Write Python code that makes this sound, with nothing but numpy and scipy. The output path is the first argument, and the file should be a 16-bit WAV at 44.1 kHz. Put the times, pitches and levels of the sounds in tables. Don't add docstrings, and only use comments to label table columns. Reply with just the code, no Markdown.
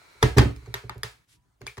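import sys
import numpy as np
from scipy import signal
from scipy.fft import rfft, irfft
from scipy.io import wavfile
from scipy.ndimage import uniform_filter1d

SR = 44100
rng = np.random.default_rng(int(sys.argv[2]) if len(sys.argv) > 2 else 0)


def field_ratio(decibels):
    return 10 ** (np.asarray(decibels, dtype=float) / 20)


def generate_wav(sig):
    pcm = np.round(np.clip(np.atleast_2d(sig).T, -1, 1) * 32767).astype(np.int16)
    wavfile.write(sys.argv[1], SR, pcm)


N = 79380

# pitch_hz, likeness (0 to 1)
LIKENESS = [(60, 0.82), (130, 0.54), (300, 0.21), (700, .05), (3000, 0.06), (15000, 1)]
SIDES = np.array([[.5], [-.5]])


def desk():
    # start_s, level_db, hardness_db, depth_db of the slowest modes, ring_length_factor
    thumps = [(0.2262, -12, 14, 12.5, 0.67), (0.2335, 1, -5.5, -15, 0.34), (0.249, -7, -2, 10, 0.48),
              (.15, -64.5, 23, 23, 1), (0.304, -30, 9, 21, 0.69), (0.365, -2.5, -2.5, -20, 0.69),
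              (0.3796, -5, 10.5, 17, 0.42), (0.389, 0, -9, -3, 0.45), (.404, -12, 8.5, -13, 0.31),
              (0.425, -20, 16, 17, 0.64), (0.453, -8.5, -4, -10, 0.54), (0.499, -21.5, 1, 6.5, 0.66),
              (0.56, -36, -4, 16.5, 0.68), (0.62, -43, 0.5, 2, 1), (0.673, -31.5, 4, 6.5, 0.9),
              (0.741, -32.5, 11.5, -11, 0.73), (0.837, -31, 5, 5, 0.77), (0.896, -35, 5.5, 7, 0.66),
              (0.957, -31.5, 4.5, 6.5, 0.76), (1.035, -30.5, 9, 0, 0.72), (1.132, -61, -6, 2.5, 1.06),
              (1.271, -66.5, -3, 7, 1.3), (1.334, -58.5, -3, -4, 0.94), (1.494, -74, -5, 23, 1.15),
              (1.61, -39, 10.5, 2.5, 1), (1.632, -37.5, -8.5, 12, 0.53), (1.666, -41, 13.5, -15, 0.72),
              (1.775, -22.5, 2, 6, 0.29), (1.783, -32, 6, -2, 0.62)]
    # pitch_hz, level_db, t60_s, build_up_ms
    desk_modes = [(50.4, -13.5, 0.24, 16), (60.6, -8, 0.29, 27), (97, -12.5, 0.19, 36),
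                  (117.7, 10, 0.12, 17.64), (172, -10, 0.13, 14), (255.5, -19, 0.11, 4.4),
                  (298.5, -6.5, 0.077, 5.5), (397, -21.5, 0.11, 6.2), (419.7, -18, 0.085, 0.56),
                  (471, -25.5, 0.09, 2.5), (570.3, -18, .11, 9.8), (140, -13.5, 0.12, 15),
                  (331.7, -12.5, 0.12, 15), (711.7, -21, 0.034, 2.4)]
    deep_hz, mid_hz, hard_hz = 80, 200, 370
    loading = .04
    damping_curve = 1.303
    t = np.arange(SR // 2) / SR
    out = np.zeros((1, N))
    for start_s, blow_db, hard_db, deep_db, ring_x in thumps:
        ring = np.zeros(len(t))
        for hz, db, t60, rise_ms in desk_modes:
            if hz > hard_hz:
                db = db + hard_db
            elif mid_hz < hz < hard_hz:
                db = db - hard_db
            if hz < deep_hz:
                db = db + deep_db
            decay_s = min(t60, 40 / hz) * ring_x
            fade = field_ratio(db - 60 * (t / decay_s) ** damping_curve)
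            swell = (1 - np.exp(-1000 * t / rise_ms)) ** 2
            shift = rng.uniform(-1.4, 1)
            pitch_hz = hz * (1 + loading * shift * (hz > mid_hz))
            ring += fade * swell * np.sin(2 * np.pi * pitch_hz * t)
        add(out, start_s, field_ratio(blow_db) * ring[None])
    return out[0]


def case():
    # start_s, level_db, length_ms, brightness_db per octave, pitch_factor
    clicks = [(.016, -51, 5.3, -11, 0.75), (0.2274, -11.5, 4, -3, 0.98), (0.366, -26.5, 8.7, -13, .95),
              (0.382, -14.5, 5.3, -5, .95), (.401, -30.5, 26, -7.5, 0.88), (0.558, -51.5, 8.1, 3, 1.38),
              (0.659, -49, 5.8, -5.5, 1.21), (0.7412, -22, 3.56, -3, 1.05), (0.8955, -26, 2.8, -7.5, 0.98),
              (0.98, -52, 1.8, 9, 1.05), (1.033, -23, 3.84, -1, 1.01), (1.605, -61.5, 9.3, -1.5, 1.5),
              (1.615, -45, 5.4, -3, 1.24), (1.6663, -31.5, 3.85, 0, 0.95), (1.6738, -39, 2.5, -1, 1.8),
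              (1.7708, -42.5, 2.2, -1, 1.04), (0.2334, -17, 4, -9, 1.1), (.3693, -26, 12, -4.5, 1.1),
              (0.384, -18.5, 6, -4.5, 1.3), (.39, -16.5, 6, -5.5, .9), (.3945, -24.5, 7.5, -2.5, 1.05),
              (1.776, -41, 6.8, -5, 0.94), (1.782, -38.5, 5, -10, 1.1), (.945, -61.5, 2.2, 10, 1.0),
              (1.66, -58, 7.5, -5, 1.8)]
    loose = .45
    left_lag = 2
    out, spread = np.zeros((2, N)), np.zeros((1, N))
    for start_s, click_db, ms, tilt_db, pitch in clicks:
        grain = rng.random(2000)
        ticks = rattle(ms, grain)
        ring, panel = plastic_rings(tilt_db, pitch, grain)
        blow = np.where(abs(ticks) == abs(ticks).max(), 1, loose) * ticks
        sound = signal.fftconvolve(ring, ticks[None], axes=1)
        sound = sound + signal.fftconvolve(panel, blow[None], axes=1)
        size = field_ratio(click_db) * np.sqrt(ms * SR / 1000)
        add(out, start_s, size * sound / np.sqrt(np.sum(sound ** 2) / 2))
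        burst = room_burst(ticks, ms, tilt_db)
        add(spread, start_s, size * burst[None] / np.linalg.norm(burst))
    add_spring(out)
    return np.array([np.roll(out[0], left_lag), out[1]]), spread[0]


def rattle(ms, grain):
    ticks_per_ms, tick_spread_db, first_tick, sharp_ms = 4, 5, 4, 4
    samples = np.arange(len(grain))
    u = samples / SR * 1000 / ms
    hits = rng.random(len(grain)) < ticks_per_ms * 1000 / SR
    sign = np.sign(rng.random(len(grain)) - .5)
    ticks = hits * sign * field_ratio(-tick_spread_db * np.log(grain + 0.00052))
    ticks = np.where(samples == 0, first_tick, ticks)
    onset = np.minimum(1, u * 2 + (sharp_ms / ms) ** 2)
    return ticks * np.exp(-u ** 2) * onset


def plastic_rings(tilt_db, pitch, grain):
    # pitch_hz, level_db, t60_s
    case_modes = [(913, -0.5, 0.03), (1257, 1, 0.022), (1802, 8.5, 0.012), (2160, 2, 0.0076),
                  (2690, -3.5, 0.0065), (3645, 5.5, 0.012), (4340, -13.5, 0.06), (4850, 2, 0.027),
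                  (5430, 7.5, 0.0047), (6660, 5, 0.0047), (7400, -6.5, 0.0057), (9060, -5, 0.036),
                  (10760, 4, 0.03), (11400, -2.5, 0.018)]
    stiff_hz, longest_ring_s = 2500, .018
    detune, phase_skew = 0.023, 0.68
    snap_db, crack_db, crack_ms = 8.5, -6, 0.3
    t = np.arange(len(grain)) / SR
    ring, panel = np.zeros((2, 2, len(t)))
    for hz, db, t60 in case_modes:
        skew = phase_skew * np.pi * rng.uniform(-1, 1) * SIDES
        decay_s = min(t60, longest_ring_s * np.sqrt(2000 / hz))
        fade = field_ratio(db + tilt_db * np.log2(hz / 2000) - 60 * t / decay_s)
        mode_hz = hz * pitch * (1 + detune * rng.uniform(-1, 1))
        part = ring if hz > stiff_hz else panel
        part += fade * np.sin(2 * np.pi * mode_hz * t + skew)
    ring[:, :2] += field_ratio(snap_db + 2 * tilt_db) * np.array([1, -1])
    crack = np.exp(-t * 1000 / crack_ms) * np.diff(grain, prepend=.5) * 4
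    ring += field_ratio(crack_db + tilt_db) * (rng.random((2, 1)) * .6 + 1) * crack
    return ring, panel


def room_burst(ticks, ms, tilt_db):
    # pitch_hz, level_db
    room_colour = [(100, -25), (620, -12.5), (900, -1), (2000, 1.5), (3000, -1.5), (4500, -2),
                   (8000, -10.5), (14000, -18)]
    hz = np.fft.rfftfreq(4096, 1 / SR) + 50
    phase = np.angle(rfft(np.pad(ticks, (100, 1996))))
    colour = field_ratio(tilt_db * np.log2(hz / 2000) + read(room_colour, hz))
    burst = irfft(np.exp(1j * phase) * colour)
    return burst * np.exp(-(np.arange(4096) / (300 + 2 * ms * SR / 1000)) ** 4)


def add_spring(out):
    # level_db, pitch_hz, t60_s at first, t60_s later
    spring = (-32.5, 2331, 0.07, 0.18)
    start_s, late_db = 1.674, -5.5
    db, hz, quick_s, slow_s = spring
    t = np.arange(SR // 8) / SR
    wobble = evened(uniform_filter1d(rng.standard_normal(len(t)), 120))
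    fade = field_ratio(db - 60 * t / quick_s) + field_ratio(db + late_db - 60 * t / slow_s) * wobble
    add(out, start_s, fade[None] * np.sin(2 * np.pi * hz * t) * [[1], [.7]])


def rubbing():
    # start_s, level_db
    slide = [
        (0.0, -56),
        (0.208, -56.5),
        (0.228, -42.5),
    ]
    hand = [(.44, -67), (.52, -62.5), (.65, -58.5), (.73, -59.5), (1.0, -67), (1.25, -73)]
    brush = [(1.26, -95.5), (1.29, -65.5), (1.33, -60.5), (1.36, -67), (1.385, -83), (1.44, -108),
             (1.46, -88), (1.5, -91)]
    # pitch_hz, level_db
    slide_tone = [(35, -23), (60, -8), (172, -26.5), (398, -24), (621, -21), (2250, -15.5), (3040, -26),
                  (3850, -22), (16000, -37)]
    brush_tone = [(200, -21.5), (900, -10), (1500, -3), (3000, 1), (6000, -1.5), (11500, -5.5),
                  (16000, -20)]
    # (not used, all peaks are ring_db high)
    slide_rings = [(398, 200, -1), (961, 84, -1), (1360, 100, 0), (2294, 120, 0), (4050, 180, -5),
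                   (4374, 38, -7)]
    ring_db = 9.5

    def hollow(hz):
        peaks = sum(ring_db / (1 + (2 * (hz - f) / width) ** 2) for f, width, db in slide_rings)
        return read(slide_tone, hz) + peaks

    sliding = (level(slide) + level(hand)) * hiss(hollow, patchy_db=0)
    return sliding + level(brush) * hiss(lambda hz: read(brush_tone, hz), patchy_db=0)


def room(x):
    # pitch_hz, t60_s
    room_decay = [(150, 0.22), (400, 0.19), (900, 0.29), (2000, 0.3), (5000, 0.28), (12800, 0.35)]
    rise_s = 0.0007
    taps = np.zeros((2, SR // 2))
    slots = np.arange(100, SR // 2 - 20, 16)
    at = slots + rng.integers(0, 16, (2, len(slots)))
    np.put_along_axis(taps, at, rng.choice([-1., 1.], at.shape), 1)
    hz, t, z = signal.stft(taps, SR, nperseg=256)
    z = shared_bass(z[0], z[1], hz)
    tail = signal.istft(z * field_ratio(-60 * t / read(room_decay, hz)[:, None]), SR, nperseg=256)[1]
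    tail = tail * (1 - np.exp(-np.arange(tail.shape[1]) / SR / rise_s))
    return signal.fftconvolve(x[None], tail / np.linalg.norm(tail[0]), axes=1)[:, :N]


def air():
    # pitch_hz, level_db
    air_tone = [(30, -7.5), (58, -3), (120, -9.5), (250, -18), (500, -24.5), (1000, -20.5), (3000, -32),
                (16000, -39.5)]
    # start_s, level_db
    drone_level = [(1.34, -105), (1.375, -78), (1.415, -83.5), (1.45, -80), (1.475, -94), (1.5, -86),
                   (1.53, -105)]
    air_db, drone_hz, glide_hz_per_s = -70, 965, 200
    t = np.arange(N) / SR - drone_level[0][0]
    waver = 1 + .008 * evened(uniform_filter1d(rng.standard_normal(N), 1500))
    pitch_hz = (drone_hz + glide_hz_per_s * t) * waver
    drone = np.sqrt(2) * np.sin(2 * np.pi * np.cumsum(pitch_hz) / SR)
    tone = field_ratio(air_db) * hiss(lambda hz: read(air_tone, hz), patchy_db=3)
    return tone + level(drone_level) * drone


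def gap_near_top(x):
    notch_hz, width_hz, notch_db = 13400, 900, -30.5
    hz = np.fft.rfftfreq(N, 1 / SR)
    return irfft(rfft(x) * field_ratio(notch_db * np.exp(-((hz - notch_hz) / width_hz) ** 4)), N)


def hiss(colour_db, patchy_db):
    frames, hz = N // 128 + 5, np.fft.rfftfreq(512, 1 / SR)
    a, b, c, d, patches = rng.standard_normal((frames, 257, 5)).T
    patches = evened(uniform_filter1d(uniform_filter1d(patches, 6, 0), 12, 1))
    z = shared_bass(a + 1j * b, c + 1j * d, hz)
    z = z * field_ratio(colour_db(hz)[:, None] + patchy_db * patches)
    return evened(signal.istft(z, nperseg=512, noverlap=384)[1][:, :N])


def shared_bass(left, other, hz):
    same = np.clip(read(LIKENESS, hz), -1, 1)[:, None]
    return np.array([left, same * left + np.sqrt(1 - same ** 2) * other])


def level(curve):
    s, db = np.transpose(curve)
    return field_ratio(np.interp(np.arange(N) / SR, s, db, left=-140, right=-140))


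def read(points, hz):
    f, value = np.transpose(points)
    return np.interp(np.log(hz + 1), np.log(f + 1), value)


def evened(x):
    return x / np.sqrt(np.mean(x ** 2) + 1e-20)


def add(mix, s, sound):
    part = mix[:, round(s * SR):][:, :sound.shape[1]]
    part += sound[:, :part.shape[1]]


def high(x, hz):
    return signal.sosfilt(signal.butter(4, hz, "high", fs=SR, output="sos"), x)


def scene():
    case_low_hz, airborne_hz = 760, 213
    room_db, modes_room_db, desk_room_db = -6.5, -19, 1
    desk_pan_db, case_pan_db = -2.5, 0.6
    plastic, spread = case()
    plastic = high(plastic, case_low_hz)
    wood = desk()
    to_room = field_ratio(room_db) * spread + field_ratio(modes_room_db) * plastic[1]
    to_room = to_room + field_ratio(desk_room_db) * high(wood, airborne_hz)
    close = wood * field_ratio(desk_pan_db * SIDES) + plastic * field_ratio(case_pan_db * SIDES)
    return close + gap_near_top(room(to_room) + rubbing() + air())


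def band_limit(x):
    return signal.sosfilt(signal.butter(12, 17010, fs=SR, output="sos"), x)


def record(dry):
    ceiling, low_hz, edge_hz = 1.5, 40, 16000
    soft = ceiling * np.tanh(dry / ceiling)
    hz = np.fft.rfftfreq(N, 1 / SR)
    band = 1 / np.sqrt(1 + (hz / edge_hz) ** 160) / (1 + (low_hz / (hz + 1)) ** 6)
    return band_limit(irfft(rfft(soft) * band, N))


dry = scene()
out = record(dry)
generate_wav(out)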